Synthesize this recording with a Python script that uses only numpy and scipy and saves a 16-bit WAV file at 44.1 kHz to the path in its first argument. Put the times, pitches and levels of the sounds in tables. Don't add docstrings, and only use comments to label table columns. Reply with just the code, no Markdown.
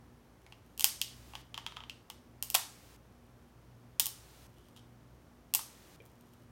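import sys
import numpy as np
from scipy import signal
from scipy.fft import rfft, irfft
from scipy.io import wavfile
from scipy.ndimage import uniform_filter1d

SR = 44100
rng = np.random.default_rng(int(sys.argv[2]) if len(sys.argv) > 2 else 0)


def dump(signal):
    limited = np.clip(np.atleast_2d(signal).T, -1, 1)
    pcm = np.round(limited * 32767).astype(np.int16)
    wavfile.write(sys.argv[1], SR, pcm)


N = 287091


def amp(db):
    return 10 ** (np.asarray(db) / 20)


def unit_rms(x):
    return x / np.sqrt(np.mean(x ** 2) + 1e-20)


def log_interp(points, hz):
    f, value = np.transpose(points)
    return np.interp(np.log(hz + 1), np.log(f + 1), value)


def add(mix, start_s, sound):
    part = mix[round(start_s * SR):][:len(sound)]
    part += sound[:len(part)]


def band(x, low_hz, high_hz):
    return signal.sosfilt(signal.butter(3, [low_hz, high_hz], "band", fs=SR, output="sos"), x)


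def noise(spectrum):
    gain = amp(log_interp(spectrum, np.fft.rfftfreq(N, 1 / SR)))
    return unit_rms(irfft(rfft(rng.standard_normal(N)) * gain, N))


def drift(rate_hz):
    hz = np.fft.rfftfreq(N, 1 / SR)
    return unit_rms(irfft(rfft(rng.standard_normal(N)) * np.exp(-(hz / rate_hz) ** 2), N))


def min_phase(gain_db):
    log_gain = np.log(amp(np.r_[gain_db, gain_db[-2:0:-1]]))
    phase = -signal.hilbert(log_gain).imag
    return irfft(amp(gain_db) * np.exp(1j * phase[:len(gain_db)]))


def strokes(rows, ramp_s):
    t = np.arange(N) / SR
    return sum(amp(db) * np.clip(.5 + np.minimum(t - start, start + length - t) / ramp_s, 0, 1)
               for start, length, db in rows)


def hum(waver=0.55, wander_rad=0.78, rate_hz=5):
    # f/Hz, rms level/dB
    lines = [(59, -67), (119.7, -65.5), (240.5, -70), (291, -78), (362, -77.5)]
    t, out = np.arange(N) / SR, np.zeros(N)
    for hz, db in lines:
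        gain = 1 + waver * drift(rate_hz)
        phase = 2 * np.pi * hz * t + wander_rad * drift(rate_hz)
        out += amp(db) * unit_rms(gain * np.sin(phase))
    return out


def air(rms_db=-61.5):
    # f/Hz, relative density/dB
    spectrum = [(20, -42), (30, -18), (48, -3.5), (100, -0.5), (170, -4.5), (280, -7), (600, -12),
                (1100, -16), (2600, -26), (4800, -31), (5800, -30), (7500, -34.5), (9500, -34.5),
                (16000, -36)]
    return amp(rms_db) * noise(spectrum)


def shell_db(hz, freedom=1, low_hz=680, high_hz=16000):
    # f/Hz, width/Hz, gain/dB
    resonances = [(875, 190, 12.5), (1147, 200, 12.5), (1909, 1300, -5.5), (2930, 520, 7), (2990, 200, 4.5),
                  (3330, 420, 4.5), (4000, 610, -2), (5560, 500, 1.5), (7740, 460, -4.5), (8900, 1100, 3.5),
                  (10700, 940, -7), (13300, 3300, 3)]
    peaks_db = sum(db / (1 + (2 * (hz - centre) / width) ** 2) for centre, width, db in resonances)
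    rolloff_db = -10 * np.log10(1 + (low_hz / (hz + 1)) ** 10 + (hz / high_hz) ** 20)
    return freedom * peaks_db + np.maximum(rolloff_db, -45)


def shell(x):
    response = min_phase(shell_db(np.fft.rfftfreq(2048, 1 / SR)))
    return signal.oaconvolve(x, response)[:len(x)]


def handling(slips_per_s=150, spread_db=4, holding_db=-87):
    # t/s, length/s, level/dB
    grips = [(.4, 1.4, -86.5), (4.4, .35, -81), (5.95, .45, -81)]
    sizes = amp(spread_db * np.minimum(rng.exponential(1, N), 4)) * rng.choice([-1, 1], N)
    slips = sizes * (rng.random(N) < slips_per_s / SR)
    gain = amp(holding_db) + strokes(grips, ramp_s=0.11)
    return unit_rms(band(shell(slips), 700, 15000)) * gain


def tear(t, decay_s, roughness=0.19):
    burst = rng.standard_normal(len(t)) * np.exp(-t / decay_s)
    for _ in range(2):
        spectrum = rfft(burst)
        flattened = irfft(spectrum * (abs(spectrum) + 1e-9) ** (roughness - 1), len(t))
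        burst = flattened * np.exp(-(t / (4 * decay_s)) ** 2)
    return burst / np.linalg.norm(burst)


def fracture(balance_db, tear_s, freedom, db, tilt_db_per_oct, hollow_db, pitch, damping=.8, size=1024):
    # low f/Hz, high f/Hz
    bands = [(600, 2220), (2300, 3490), (4200, 9320), (10000, 16000)]
    t, hz = np.arange(size) / SR, np.fft.rfftfreq(size, 1 / SR)
    centres_hz = np.sqrt(np.prod(bands, axis=1))
    octaves = np.log2(centres_hz[1:] / centres_hz[2])
    target_db = db + np.add(balance_db, np.r_[hollow_db, tilt_db_per_oct * octaves])
    ring_db = shell_db(hz / pitch, freedom / (1 + damping * amp(db)))
    ring_energy = [2 * np.sum(amp(ring_db[(hz > low) & (hz < high)]) ** 2) / size for low, high in bands]
    push_db = log_interp(np.c_[centres_hz, target_db - 10 * np.log10(ring_energy)], hz)
    return signal.fftconvolve(tear(t, tear_s), min_phase(push_db + ring_db))


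def strain_ticks(tear_s=0.0016, freedom=0.96):
    # t/s, level/dB, tilt/(dB/octave), relative hollow thump/dB, pitch factor
    ticks = [ (.4646, -44, -5, 5, 0.74), (0.5234, -38.5, -10, 2.5, .95), (1.3356, -40.5, -9.5, 15, 0.94),
             (1.3532, -26.5, -9, 3.5, 1.004), (1.5433, -27.5, -9.5, -1.5, 1.06),
             (1.577, -24.5, -8, 6.5, 1.016), (1.6645, -23.5, -9.5, 3, 1.08),
             (1.7217, -40.5, -12.5, 11, 1.1), (1.7643, -41, -11, -2, 1.01), (1.7684, -32, -11, 12.5, 1.09),
             (1.805, -41, -15, 13.5, 1.04), (1.8374, -41, -14.5, 9, 1.04), (1.8968, -26.5, -9, -9, 0.936),
             (2.101, -24.5, -2, -2.5, 1), (4.7638, -42, -3, 1, 1.1), (4.774, -42.5, -7, -2, 1.06),
             (5.592, -34.5, -8, 15, 1.05)]
    balance_db = [0, 1, 0, -1]
    out = np.zeros(N)
    for start_s, *tick in ticks:
        add(out, start_s, fracture(balance_db, tear_s, freedom, *tick))
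    return out


def splits(tear_s=.001, freedom=1.16, splinters=2, gap_s=.009, splinter_db=-22.5, splinter_tear_s=.0004):
    # t/s, level/dB, tilt/(dB/octave), relative hollow thump/dB, pitch factor
    breaks = [ (0.7774, -27.5, 2, -21, 0.95), (0.7956, -14.5, 2, -14, 0.93), (.8079, -11.5, 1, -16.5, 0.99),
              (.8247, -22, 4, -15, 0.71), (0.8435, 0.5, 2.5, -14.5, 0.96), (1.0154, -8, -3.5, -25, 0.98),
              (2.426, -13.5, 3.5, -16.5, 0.96), (2.5016, -17, 4.5, -21, 0.94), (2.5441, -9, 1.5, -13, 0.94),
              (2.5479, -7.5, 1.2, 0.5, 0.85), (2.55, -5, 2.5, -7.5, 0.96), (2.5527, -5, 0.5, -4.5, 1.1),
              (3.9974, -3.5, 3.5, -19, 0.99), (4.002, -8, 1, -15, 1.08), (4.058, -15, 4.5, -16.5, 1.03),
              (4.0669, -15.5, 5, -11.5, 0.97), (5.5387, -9, 2.5, -16.5, 0.93),
              (5.5488, -6, 6, -13.5, 0.946), (5.5527, -10.5, 3.5, -16.5, 0.93), (6.054, -47.5, 6, -4, 1),
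              (6.0614, -46.5, 5, -3, 1.1), (6.21, -47.5, 3.5, -3.5, 0.96), (6.336, -46.5, 0, -5.5, 1)]
    balance_db = [-0.0092, -.5, 0.64, -0.29]
    out = np.zeros(N)
    for start_s, db, *piece in breaks:
        add(out, start_s, fracture(balance_db, tear_s, freedom, db, *piece))
        for wait_s in np.cumsum(rng.exponential(gap_s, splinters)):
            splinter = fracture(balance_db, splinter_tear_s, freedom, db + splinter_db, *piece)
            add(out, start_s + wait_s, splinter)
    return out


def scrape(slips_per_s=900, grit_db=-5):
    # t/s, length/s, level/dB
    slides = [(4.56, 0.137, -78.5), (4.76, 0.035, -63)]
    slips = shell(rng.standard_normal(N) * (rng.random(N) < slips_per_s / SR))
    wall = unit_rms(band(slips, 2880, 3900))
    grit = amp(grit_db) * unit_rms(band(slips, 4000, 11600))
    return (wall + grit) * strokes(slides, ramp_s=0.0069)


def knock(start_s=6.0029):
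    # f/Hz, peak level/dB, T60/s
    modes = [(2375, -51, 0.038), (467, -48, 0.045), (3080, -56.5, .02)]
    t, out = np.arange(SR // 10) / SR, np.zeros(N)
    ring = sum(amp(db - 60 * t / t60) * np.sin(2 * np.pi * hz * t) for hz, db, t60 in modes)
    add(out, start_s, ring)
    return out


def near(x):
    # delay/s, gain/dB
    echoes = [(.0012, -17.5), (.0070, -16), (.0089, -19), (0.0108, -17), (0.0178, -24.5), (.0211, -21.5)]
    response = signal.unit_impulse(SR // 20)
    for delay_s, db in echoes:
        add(response, delay_s, amp([db]))
    return signal.oaconvolve(x, response)[:N]


def room(x, build_s=0.003):
    # f/Hz, T60/s
    decay_times = [(300, 0.3), (1000, .36), (3000, 0.35), (6000, 0.42), (10000, 0.37), (15000, 0.19)]
    # f/Hz, level/dB
    tail_levels = [(300, -6.5), (1000, -6.5), (2000, -1), (2800, -10.5), (4000, -4.5), (7000, -5.5),
                   (10000, -7), (15000, -8)]
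    t = np.arange(SR * 3 // 4) / SR
    taps = rng.standard_normal(len(t)) * (rng.random(len(t)) < .25)
    hz, frame_s, spectra = signal.stft(unit_rms(taps), SR, nperseg=256)
    decay_per_s = np.log(1000) / log_interp(decay_times, hz)[:, None]
    envelope = np.sqrt(2 * decay_per_s / SR) * np.exp(-decay_per_s * frame_s)
    gain = amp(log_interp(tail_levels, hz))[:, None]
    response = signal.istft(spectra * envelope * gain, SR, nperseg=256)[1][:len(t)]
    onset = 1 - np.exp(-(t / build_s) ** 2)
    return signal.oaconvolve(x, response * onset)[:N]


def scene(n_directions=3):
    hands = knock() + handling() + scrape()
    directions = [strain_ticks() + splits() + hands for _ in range(n_directions)]
    tail = sum(room(x) for x in directions) / np.sqrt(n_directions)
    return (near(directions[0]) + tail + hum() + air())[None]


def record(dry, trigger_db=-30.5, hiss_db=-62.5, hold_s=0.401, cutoff_hz=16200):
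    # f/Hz, relative density/dB
    spectrum = [(300, 3.5), (1500, 3), (4000, 2), (8000, -1.5), (12000, -4), (16000, -4.5)]
    t = np.arange(N) / SR
    sharpness = uniform_filter1d(np.diff(dry[0], prepend=0) ** 2, size=88)
    last_peak_s = np.maximum.accumulate(np.where(sharpness > amp(trigger_db) ** 2, t, -np.inf))
    hiss = amp(hiss_db) * noise(spectrum) * (t - last_peak_s < hold_s)
    lowpass = signal.firwin(255, cutoff_hz, window=("kaiser", 9), fs=SR)
    return signal.oaconvolve(dry + hiss, lowpass[None], "same")


dry = scene()
out = record(dry)
dump(out)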